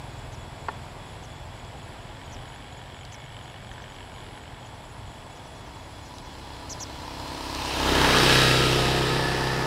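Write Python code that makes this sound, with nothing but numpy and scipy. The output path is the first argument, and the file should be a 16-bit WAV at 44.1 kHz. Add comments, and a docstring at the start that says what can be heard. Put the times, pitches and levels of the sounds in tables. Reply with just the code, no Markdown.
"""Two far scooters putter over the soft rush of rice fields; crickets and katydids rub their wings,
a small bird chips and something hollow knocks once. A third small scooter comes up the gravel track
from behind, flicking stones, passes close by and drives away. Its firings puff from the exhaust and
ring the casing, its gears whine, its tyres and fan hiss. One microphone, the same in both channels."""
import sys
import numpy as np
from scipy import signal
from scipy.fft import rfft, irfft, next_fast_len
from scipy.io import wavfile
from scipy.ndimage import uniform_filter1d

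SR = 44100
rng = np.random.default_rng(int(sys.argv[2]) if len(sys.argv) > 2 else 0)


def pcm_store(signal):
    """Save signal as 16-bit PCM."""
    levels = np.round(np.clip(np.atleast_2d(signal), -1, 1) * 32767)
    wavfile.write(sys.argv[1], SR, levels.astype(np.int16).T)


N = 426006
TIME = np.arange(N) / SR
SOUND_M_S = 343

# Engine speed: time_s, firings_per_s
ENGINE_SPEED = [(3.3, 28.5), (4, 30.05), (5, 30.65), (5.8, 31.7), (7.24, 32.9), (8.1, 32.58), (8.6, 32.65),
                (9.66, 33.3)]
# Layer faders at 1 m, by angle from the nose: angle_deg, exhaust_db, casing_db, clatter_db, hiss_db
DIRECTIVITY = [(0, -30.5, -31.5, -33, -36), (57.8, -33.5, -30.5, -32, -29), (96, -22, -26, -21.5, -32.5),
               (130.6, -17.5, -24, -14.5, -20), (148.5, -10.5, -25, -13.5, -10),
               (156, -9, -24.5, -15.5, -11), (172.2, -6.5, -12.5, -12, -11)]
# Loss along the grass verge, for the same four layers: loss_db_per_m
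VERGE_LOSS = [0.01, 0.19, 0.011, 0.38]
CLOSEST_S, CLOSEST_M, SPEED_M_S = 7.88, 1.68, 6.23
ENGINE_HEIGHT_M, MIC_HEIGHT_M, GROUND_ECHO, GRAZING_M = 0.2946, 1.09, 0.36, 24
def passing_scooter():
    """The pass-by: Doppler bends the pitch while the mix turns from nose to side to tail."""
    along = SPEED_M_S * (TIME - CLOSEST_S)
    distance = np.hypot(along, CLOSEST_M)
    heard_hz = in_time(ENGINE_SPEED)[0] / (1 + SPEED_M_S * along / distance / SOUND_M_S)
    turns = np.cumsum(heard_hz * (1 + .0015 * drift(8))) / SR  # one turn per firing
    angle = np.degrees(np.arctan2(CLOSEST_M, -along))
    tail_on = ((1 + along / distance) / 2) ** 2.9  # 0 nose towards us, 1 tail towards us
    angles, *faders = np.transpose(DIRECTIVITY)
    exhaust_gain, casing_gain, clatter_gain, hiss_gain = [
        from_db(np.interp(angle, angles, db) - loss * distance) / distance
        for db, loss in zip(faders, VERGE_LOSS)]
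    puffs = exhaust_gain * exhaust(turns, tail_on, distance)
    # the mechanics throb with each firing and each crank turn
    throb = 1 + 0.022 * np.cos(2 * np.pi * turns) + 0.049 * np.cos(4 * np.pi * turns)
    body = casing_gain * casing(turns, throb, along)
    body += clatter_gain * clatter(throb)
    body += hiss_gain * round_housing(tyres_and_fan(turns), along / distance, tail_on)
    # the bounce off the track lags less from far away, and mirrors fully from GRAZING_M on
    bounce_m = np.hypot(distance, MIC_HEIGHT_M + ENGINE_HEIGHT_M)
    direct_m = np.hypot(distance, MIC_HEIGHT_M - ENGINE_HEIGHT_M)
    echo_gain = GROUND_ECHO * np.minimum(distance / GRAZING_M, 1)
    return puffs + body + echo_gain * delayed(body, bounce_m - direct_m)


# Exhaust tone from ahead and from behind: harmonic, level_db
EXHAUST_FRONT = [(1, -4.5), (2, 2.5), (3, -7), (4, -6.5), (5, -12), (6, -14), (7, -10), (8, -1.5), (9, -2),
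                 (10, -3), (11, -16), (12, -7.5), (13, -9.5), (14, -10), (15, -5.5), (16, -21), (17, -8),
                 (18, -9), (19, -11), (20, -3)]
EXHAUST_REAR = [(1, -13), (2, -10), (3, -21.5), (4, -1.5), (5, -7.5), (6, -16), (7, -18), (8, -16),
                (9, -11), (10, -14), (11, -6), (12, -16), (13, -7), (14, -14.5), (15, -9), (16, -17.5),
                (17, -14), (18, -27), (19, -16), (20, -58)]
def exhaust(turns, tail_on, distance):
    """The pipe's note crossfades from front to rear; soft ground dulls it with distance."""
    levels_db = [front + tail_on * (rear - front) - 0.018 * k * distance
                 for (k, front), (_, rear) in zip(EXHAUST_FRONT, EXHAUST_REAR)]
    return engine_note(turns, levels_db, waver_db=1.2, smear_rad=1.2)


# Ring of the casing and drive cover: pitch_hz, width_hz, front_db, side_db, rear_db
CASING_MODES = [(895, 73, 0, -1.5, -1), (972, 50, -1.5, -13, -19), (1680, 71, -15, 8, -21),
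                (1780, 79, -26, -11, -1.5), (1874, 49, -43, 4.5, -30), (3070, 560, -7, 9, -13),
                (3650, 67, -16, -2, -28), (4060, 420, -6, -15, -50), (4660, 91, -24, -17, -17),
                (4880, 100, -14.5, -18, -14)]
# Whine of gear and fan teeth: firing_multiple, front_db, side_db, rear_db
GEAR_WHINES = [(22, -18, 0, -3.5), (38.97, -16, 5, -1.5), (42, -30, 7.5, -18), (53, -29, -20, 1.5),
               (120.4, -16, 7, -13)]
def casing(turns, throb, along):
    """Firings and throbbing noise ring the casing; teeth whine in step with the engine."""
    firings = np.diff(np.floor(turns), prepend=0) * from_db(2.7 * rng.standard_normal(N))
    shake = rms_one(resonate(firings, 770, 1940)) + 3.46 * throb * rng.standard_normal(N)
    aspects_m = [-2.1, 3.5, 8.5]  # places on the track where it shows front, side and rear
    out = 0
    for multiple, *aspect_db in GEAR_WHINES:
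        gain = from_db(np.interp(along, aspects_m, aspect_db) + 3.0 * drift(5.7))
        out += gain * np.sin(2 * np.pi * multiple * (turns + 0.0037 * drift(7)))
    for hz, width_hz, *aspect_db in CASING_MODES:
        out += from_db(np.interp(along, aspects_m, aspect_db)) * rms_one(resonate(shake, hz, width_hz))
    return out


# Clatter EQ: frequency_hz, gain_db
CLATTER_EQ = [(30, -26), (70, -16), (150, -4), (300, -2), (700, -3), (1200, -2.5), (2000, -5.5),
              (3000, -18), (6000, -68)]
def clatter(throb):
    """Dense midrange engine clicks that pulse with the firings."""
    return throb * coloured(grit(per_s=1200, spread_db=2.5, noise=2.7), CLATTER_EQ)


# Hiss EQ: frequency_hz, gain_db
HISS_EQ = [(700, -10), (1800, -14.5), (2600, 3), (3900, -1.5), (5400, -5.5), (6300, -13), (9800, -16),
           (12500, -23.5), (15800, -33)]
def tyres_and_fan(turns):
    """Bright hiss of gravel and fan, fluttering with the crank."""
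    flutter = 1 + 0.073 * np.cos(4 * np.pi * turns)
    hiss = coloured(grit(per_s=2000, spread_db=1.2, noise=1.0), HISS_EQ)
    return flutter * hiss * from_db(0.2 * drift(36))


HOUSING_M, HOUSING_SWING, HOUSING_ECHO = .107, .3, .45
def round_housing(hiss, bearing_cos, tail_on):
    """Hiss from behind also bends round the microphone, inverted; the detour shrinks from the side."""
    detour_m = HOUSING_M * (1 - HOUSING_SWING * (1 - np.abs(bearing_cos)))
    return hiss - HOUSING_ECHO * (1 - .7 * tail_on) * delayed(hiss, detour_m)


# Stone hits: start_s, level_db
STONE_HITS = [(1.6484, -36), (3.051, -31), (3.3144, -47), (6.1836, -29), (7.279, -29), (7.5494, -20),
              (7.6584, -24), (8.1854, -8)]
SNAP_HZ, SNAP_WIDTH_HZ, SNAP_DECAY_S = 3960, 3800, 0.0014
def flicked_stones():
    """Each stone flicked by a tyre is a tiny noise burst with a broad ring."""
    out, t = np.zeros(N), np.arange(300) / SR
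    for start_s, level_db in STONE_HITS:
        burst = rng.standard_normal(len(t)) * np.exp(-t / SNAP_DECAY_S)
        snap = resonate(resonate(burst, SNAP_HZ, SNAP_WIDTH_HZ), SNAP_HZ, SNAP_WIDTH_HZ)
        at = int(start_s * SR)
        out[at:at + len(t)] += from_db(level_db - 1.5) * snap / np.abs(snap).max()
    return out


# Engine speeds of the two far scooters: time_s, firings_per_s
STEADY_SPEED = [(0, 18.8), (4, 19.5)]
REVVING_SPEED = [(0, 20.85), (2.1, 20.1), (2.25, 23.2)]
# The steady one comes out from cover: time_s, level_db
STEADY_FADER = [(.7, -65), (1.4, -52)]
# Throttle blips on the revving one: start_s, boost_db
BLIPS = [(2.2, 7), (4.8, 16)]
# Tone of both exhaust pipes: frequency_hz, gain_db
PIPE_EQ = [(18, -22), (40, -6), (60, -7), (100, 0.5), (128, 0.5), (150, -5), (175, -27), (260, -11.5)]
REVVING_DB, FADE_DB_PER_S = -44, 3.5
BLIP_RISE_S, BLIP_FALL_S, BLIP_HZ = 0.145, 0.3025, 2.2
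def far_scooters():
    """Two low chugs shaped by their pipes: one holds steady, one revs as it drives away."""
    revving_hz = in_time(REVVING_SPEED)[0]
    revving_db = REVVING_DB - FADE_DB_PER_S * TIME
    for start_s, boost_db in BLIPS:
        since = np.maximum(TIME - start_s, 0)
        release = np.exp(-np.maximum(since - BLIP_RISE_S, 0) / BLIP_FALL_S)
        throttle = np.minimum(since / BLIP_RISE_S, 1) * release
        revving_hz += BLIP_HZ * throttle
        revving_db += boost_db * throttle
    steady = in_time(STEADY_SPEED) + in_time(STEADY_FADER)
    pipe_hz, pipe_db = np.transpose(PIPE_EQ)
    out = 0
    for firing_hz, level_db in [steady, (revving_hz, revving_db)]:
        turns = np.cumsum(firing_hz * (1 + 0.0028 * drift(3.6))) / SR
        levels_db = [np.interp(k * firing_hz, pipe_hz, pipe_db) for k in range(1, 13)]
        out += from_db(level_db) * engine_note(turns, levels_db, waver_db=1.3, smear_rad=.5)
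    return out


# Ring of the loose part: pitch_hz, width_hz, level_db
LOOSE_PART_MODES = [(1660, 550, 12), (2180, 110, 13.5), (3060, 460, 13)]
# Rattle fader: time_s, level_db
RATTLE_FADER = [(0, -68), (2.3, -52), (4.2, -50), (5, -59), (7, -57)]
TICK_PAIRS_PER_S = 46.9
def far_rattle():
    """A loose part on a far scooter ticks strong, weak, strong, weak."""
    count = np.floor(2 * TICK_PAIRS_PER_S * TIME + .25 * drift(3))
    accent_db = -8.0 * (count % 2) + 0.65 * rng.standard_normal(N)
    ticks = np.abs(np.diff(count, prepend=0)) * from_db(accent_db)
    bursts = signal.lfilter([1], [1, -.99], ticks) * rng.standard_normal(N)
    ring = sum(from_db(db) * steep_ring(bursts, hz, width_hz) for hz, width_hz, db in LOOSE_PART_MODES)
    return from_db(in_time(RATTLE_FADER)[0]) * rms_one(ring)


# Bird cues: start_s, level_db, pitch_hz
BIRD_CHIPS = [(.324, -37.5, 6200), (1.232, -38.5, 6350), (2.322, -34, 6040), (3.123, -32.5, 6270),
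              (3.715, -45, 6200), (3.814, -43, 6100), (3.929, -47, 6000), (4.653, -48, 6200),
              (4.744, -50, 6000), (5.356, -44, 5900), (5.452, -44, 5850), (5.554, -46, 5900),
              (5.66, -43, 5930), (6.05, -40, 5950), (6.145, -39, 5800), (6.245, -43, 5850),
              (6.7, -20, 6140), (6.805, -20, 6160)]
# Arch of one chip, flattened for faint ones: length_fraction, pitch_ratio, level_db
CHIP_ARCH = [(0, 0.55, -13), (.22, 1.04, -10.5), (.65, 1.004, -8.5), (.88, .88, -6.5), (1, 0.79, -8)]
CHIP_S, CHIP_S_PER_DB, VIBRATO_HZ = .05, .00037, 195  # fainter chips are shorter
PIP_DB, FULL_DB = -50, -36  # from a plain pip to full vibrato and second voice
def bird():
    """Arched chips with fast vibrato, sung by both sides of the syrinx, with a weak octave."""
    out = np.zeros(N)
    fraction, ratio, arch_db = np.transpose(CHIP_ARCH)
    for start_s, level_db, hz in BIRD_CHIPS:
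        length_s = CHIP_S + CHIP_S_PER_DB * level_db
        t = np.arange(int(length_s * SR)) / SR
        effort = np.clip((level_db - PIP_DB) / (FULL_DB - PIP_DB), .05, 1)
        vibrato = 1 + 0.065 * effort * np.sin(2 * np.pi * VIBRATO_HZ * t)
        arch = np.interp(t / length_s, fraction, ratio) ** (0.294 + 0.65 * effort)
        envelope = from_db(level_db + np.interp(t / length_s, fraction, arch_db))
        envelope *= signal.windows.tukey(len(t), .2) * (2 - vibrato) ** 4
        for lead_s, detune, gain in [(.006, 1, from_db(-6.5)), (.010, 1.13, effort * from_db(-11.5))]:
            phase = 2 * np.pi * np.cumsum(detune * hz * vibrato * arch) / SR
            at = int((start_s - lead_s) * SR)
            out[at:at + len(t)] += gain * envelope * (np.sin(phase) + 0.071 * np.sin(2 * phase))
    # faint reflections off the ground and plants
    return out + .25 * np.roll(out, int(.0027 * SR)) + .1 * np.roll(out, int(.011 * SR))


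# Knock cue: start_s, level_db
KNOCK_HITS = [(0.685, -24.5)]
# Ring of the hollow body: pitch_hz, level_db, t60_s
HOLLOW_MODES = [(417, -11, 0.069), (884, -5, 0.058), (1050, 8.5, 0.035), (1380, 6, 0.015),
                (1790, -4, 0.052), (2500, -12, 0.01), (4270, -7, .008)]
def knock():
    """A hit, two quick rebounds and a late weak bounce ring a body too small to radiate bass."""
    clicks = np.zeros(N) + 1e-18
    for start_s, level_db in KNOCK_HITS:
        for late_s, bounce_db in [(0, -3.5), (.0019, -7), (.0043, -0.5), (.0125, -21)]:
            clicks[int((start_s + late_s) * SR)] = -from_db(level_db + bounce_db)
    soft_contact = signal.lfilter([.3], [1, -.7], clicks)
    out = 0
    for hz, level_db, t60_s in HOLLOW_MODES:
        r, w = from_db(-60 / (t60_s * SR)), 2 * np.pi * hz / SR
        ring = signal.lfilter([0, np.sin(w)], [1, -2 * r * np.cos(w), r * r], soft_contact)
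        out += from_db(level_db) * ring
    return low_cut(out, hz=380)


# One insect a row: width_hz, level_db, stroke_depth, swell_db
INSECT_VOICES = [(140, -64.5, 0.33, 1), (90, -62, 0.4, .1), (80.4, -63, 1, 1), (330, -62, 0.38, 6),
                 (170, -66.5, 0.37, 3)]
# Their songs, in the same order: pitch_hz, strokes_per_s, period_s, start_s, length_s
INSECT_SONGS = [(7900, 109.5, 10, 0, 10), (6876, 20, .2359, .11, .1), (7300, 21.3, .2121, .166, .094),
                (10480, 130.2, .6112, .15, .575), (10930, 121, .7945, -.1, .53)]
def insects():
    """Wing strokes pulse noise in the wing's resonance, in songs that swell and repeat."""
    out = 0
    for voice, song in zip(INSECT_VOICES, INSECT_SONGS):
        width_hz, level_db, depth, swell_db = voice
        hz, strokes_per_s, period_s, start_s, length_s = song
        since = (TIME - start_s) % period_s
        stroke = np.maximum(1 - depth * (1 + np.cos(2 * np.pi * strokes_per_s * since)), 0)
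        wing = rms_one(steep_ring(rng.standard_normal(N), hz, width_hz))
        swell = from_db(swell_db * (since / length_s - 1)) * (since < length_s)
        out += from_db(level_db + 1.1 * drift(2.9)) * uniform_filter1d(swell, size=200) * stroke * wing
    return out


# Cricket fader: time_s, level_db
CRICKET_FADER = [(1.6, -58.5), (2, -61), (3.3, -58), (4.8, -61.5), (5.6, -59), (7, -55)]
CRICKET_HZ = 3390
def whistling_cricket():
    """A thin, nearly pure whistle that swells and dips in short spells."""
    pitch_hz = CRICKET_HZ * (1 + 0.0021 * drift(11.8))
    spells = np.clip(.85 + .9 * drift(19), .2, 1.15)
    whistle = np.sqrt(2) * np.sin(2 * np.pi * np.cumsum(pitch_hz) / SR)
    return from_db(in_time(CRICKET_FADER)[0]) * spells * whistle


# Ambience EQ: frequency_hz, gain_db
FIELDS_EQ = [(15, -35), (30, 1), (85, 2), (200, -6.5), (490, -9), (700, -5), (950, -6), (1250, -14),
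             (2500, -17.5), (3600, -21), (5300, -25.5), (6200, -34.5), (7600, -25.5), (8900, -37),
             (11500, -38), (15800, -50)]
# Ambience fader: time_s, level_db
FIELDS_FADER = [(1, -41), (3, -44)]
def fields():
    """The bed: a broad distant rush that breathes slightly."""
    level_db = in_time(FIELDS_FADER)[0] + .6 * drift(1.2)
    return from_db(level_db) * coloured(rng.standard_normal(N), FIELDS_EQ)


def engine_note(turns, levels_db, waver_db, smear_rad):
    """Wavering harmonics of the firing rate, loosely in phase so that each firing is a puff."""
    out = 0
    for k, db in enumerate(levels_db, 1):
        gain = from_db(db + waver_db * drift(3.8))
        out += gain * np.cos(2 * np.pi * k * turns + smear_rad * rng.standard_normal())
    return out


def grit(per_s, spread_db, noise):
    """Random clicks of uneven size over white noise."""
    sizes = from_db(spread_db * np.minimum(rng.exponential(1, N), 5)) * rng.choice([-1, 1], N)
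    clicks = rms_one(sizes * (rng.random(N) < per_s / SR))
    return clicks + noise * rng.standard_normal(N)


def drift(rate_hz):
    """Smooth random wander with a spread of about 1."""
    r = np.exp(-80 * np.pi * rate_hz / SR)
    slow = signal.lfilter([1], [1, -2 * r, r * r], rng.standard_normal(N // 40 + 2002))[2000:]
    return np.interp(np.arange(N) / 40, np.arange(len(slow)), rms_one(slow))


def resonate(x, hz, width_hz):
    """A resonance with unity peak gain."""
    r = np.exp(-np.pi * width_hz / SR)
    poles = [1, -2 * r * np.cos(2 * np.pi * hz / SR), r * r]
    return signal.lfilter([(1 - r * r) / 2, 0, (r * r - 1) / 2], poles, x)


def steep_ring(x, hz, width_hz):
    """Two resonances in series, for steeper skirts."""
    return resonate(resonate(x, hz, width_hz), hz, 2 * width_hz)


def coloured(x, eq):
    """Shaped by an EQ curve, then scaled to rms 1."""
    size = next_fast_len(N)
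    hz, gain_db = np.transpose(eq)
    grid = np.log(np.arange(size // 2 + 1) * SR / size + 1)
    return rms_one(irfft(rfft(x, size) * from_db(np.interp(grid, np.log(hz), gain_db)), size)[:N])


def low_cut(x, hz):
    return signal.sosfilt(signal.butter(2, hz, "high", fs=SR, output="sos"), x)


def delayed(x, detour_m):
    return np.interp(TIME - detour_m / SOUND_M_S, TIME, x)


def in_time(rows):
    """Breakpoints to one automation curve per value column."""
    time_s, *columns = np.transpose(rows)
    return [np.interp(TIME, time_s, column) for column in columns]


def from_db(db):
    return 10 ** (np.asarray(db) / 20)


def rms_one(x):
    return x / np.sqrt(np.mean(x ** 2) + 1e-20)


def scene():
    """All sources at one microphone."""
    traffic = passing_scooter() + far_scooters() + far_rattle() + flicked_stones()
    mono = traffic + fields() + insects() + whistling_cricket() + bird() + knock()
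    return np.array([mono, mono])


LOW_CUT_HZ, HIGH_CUT_HZ = 16, 15760
def record(dry):
    """Soft-clips the peaks, then cuts the deepest bass and the very top."""
    rounded = .9 * np.tanh(dry / .9)
    high_cut = signal.ellip(18, .5, 70, HIGH_CUT_HZ, fs=SR, output="sos")
    return signal.sosfilt(high_cut, low_cut(rounded, LOW_CUT_HZ))


dry = scene()
out = record(dry)
pcm_store(out)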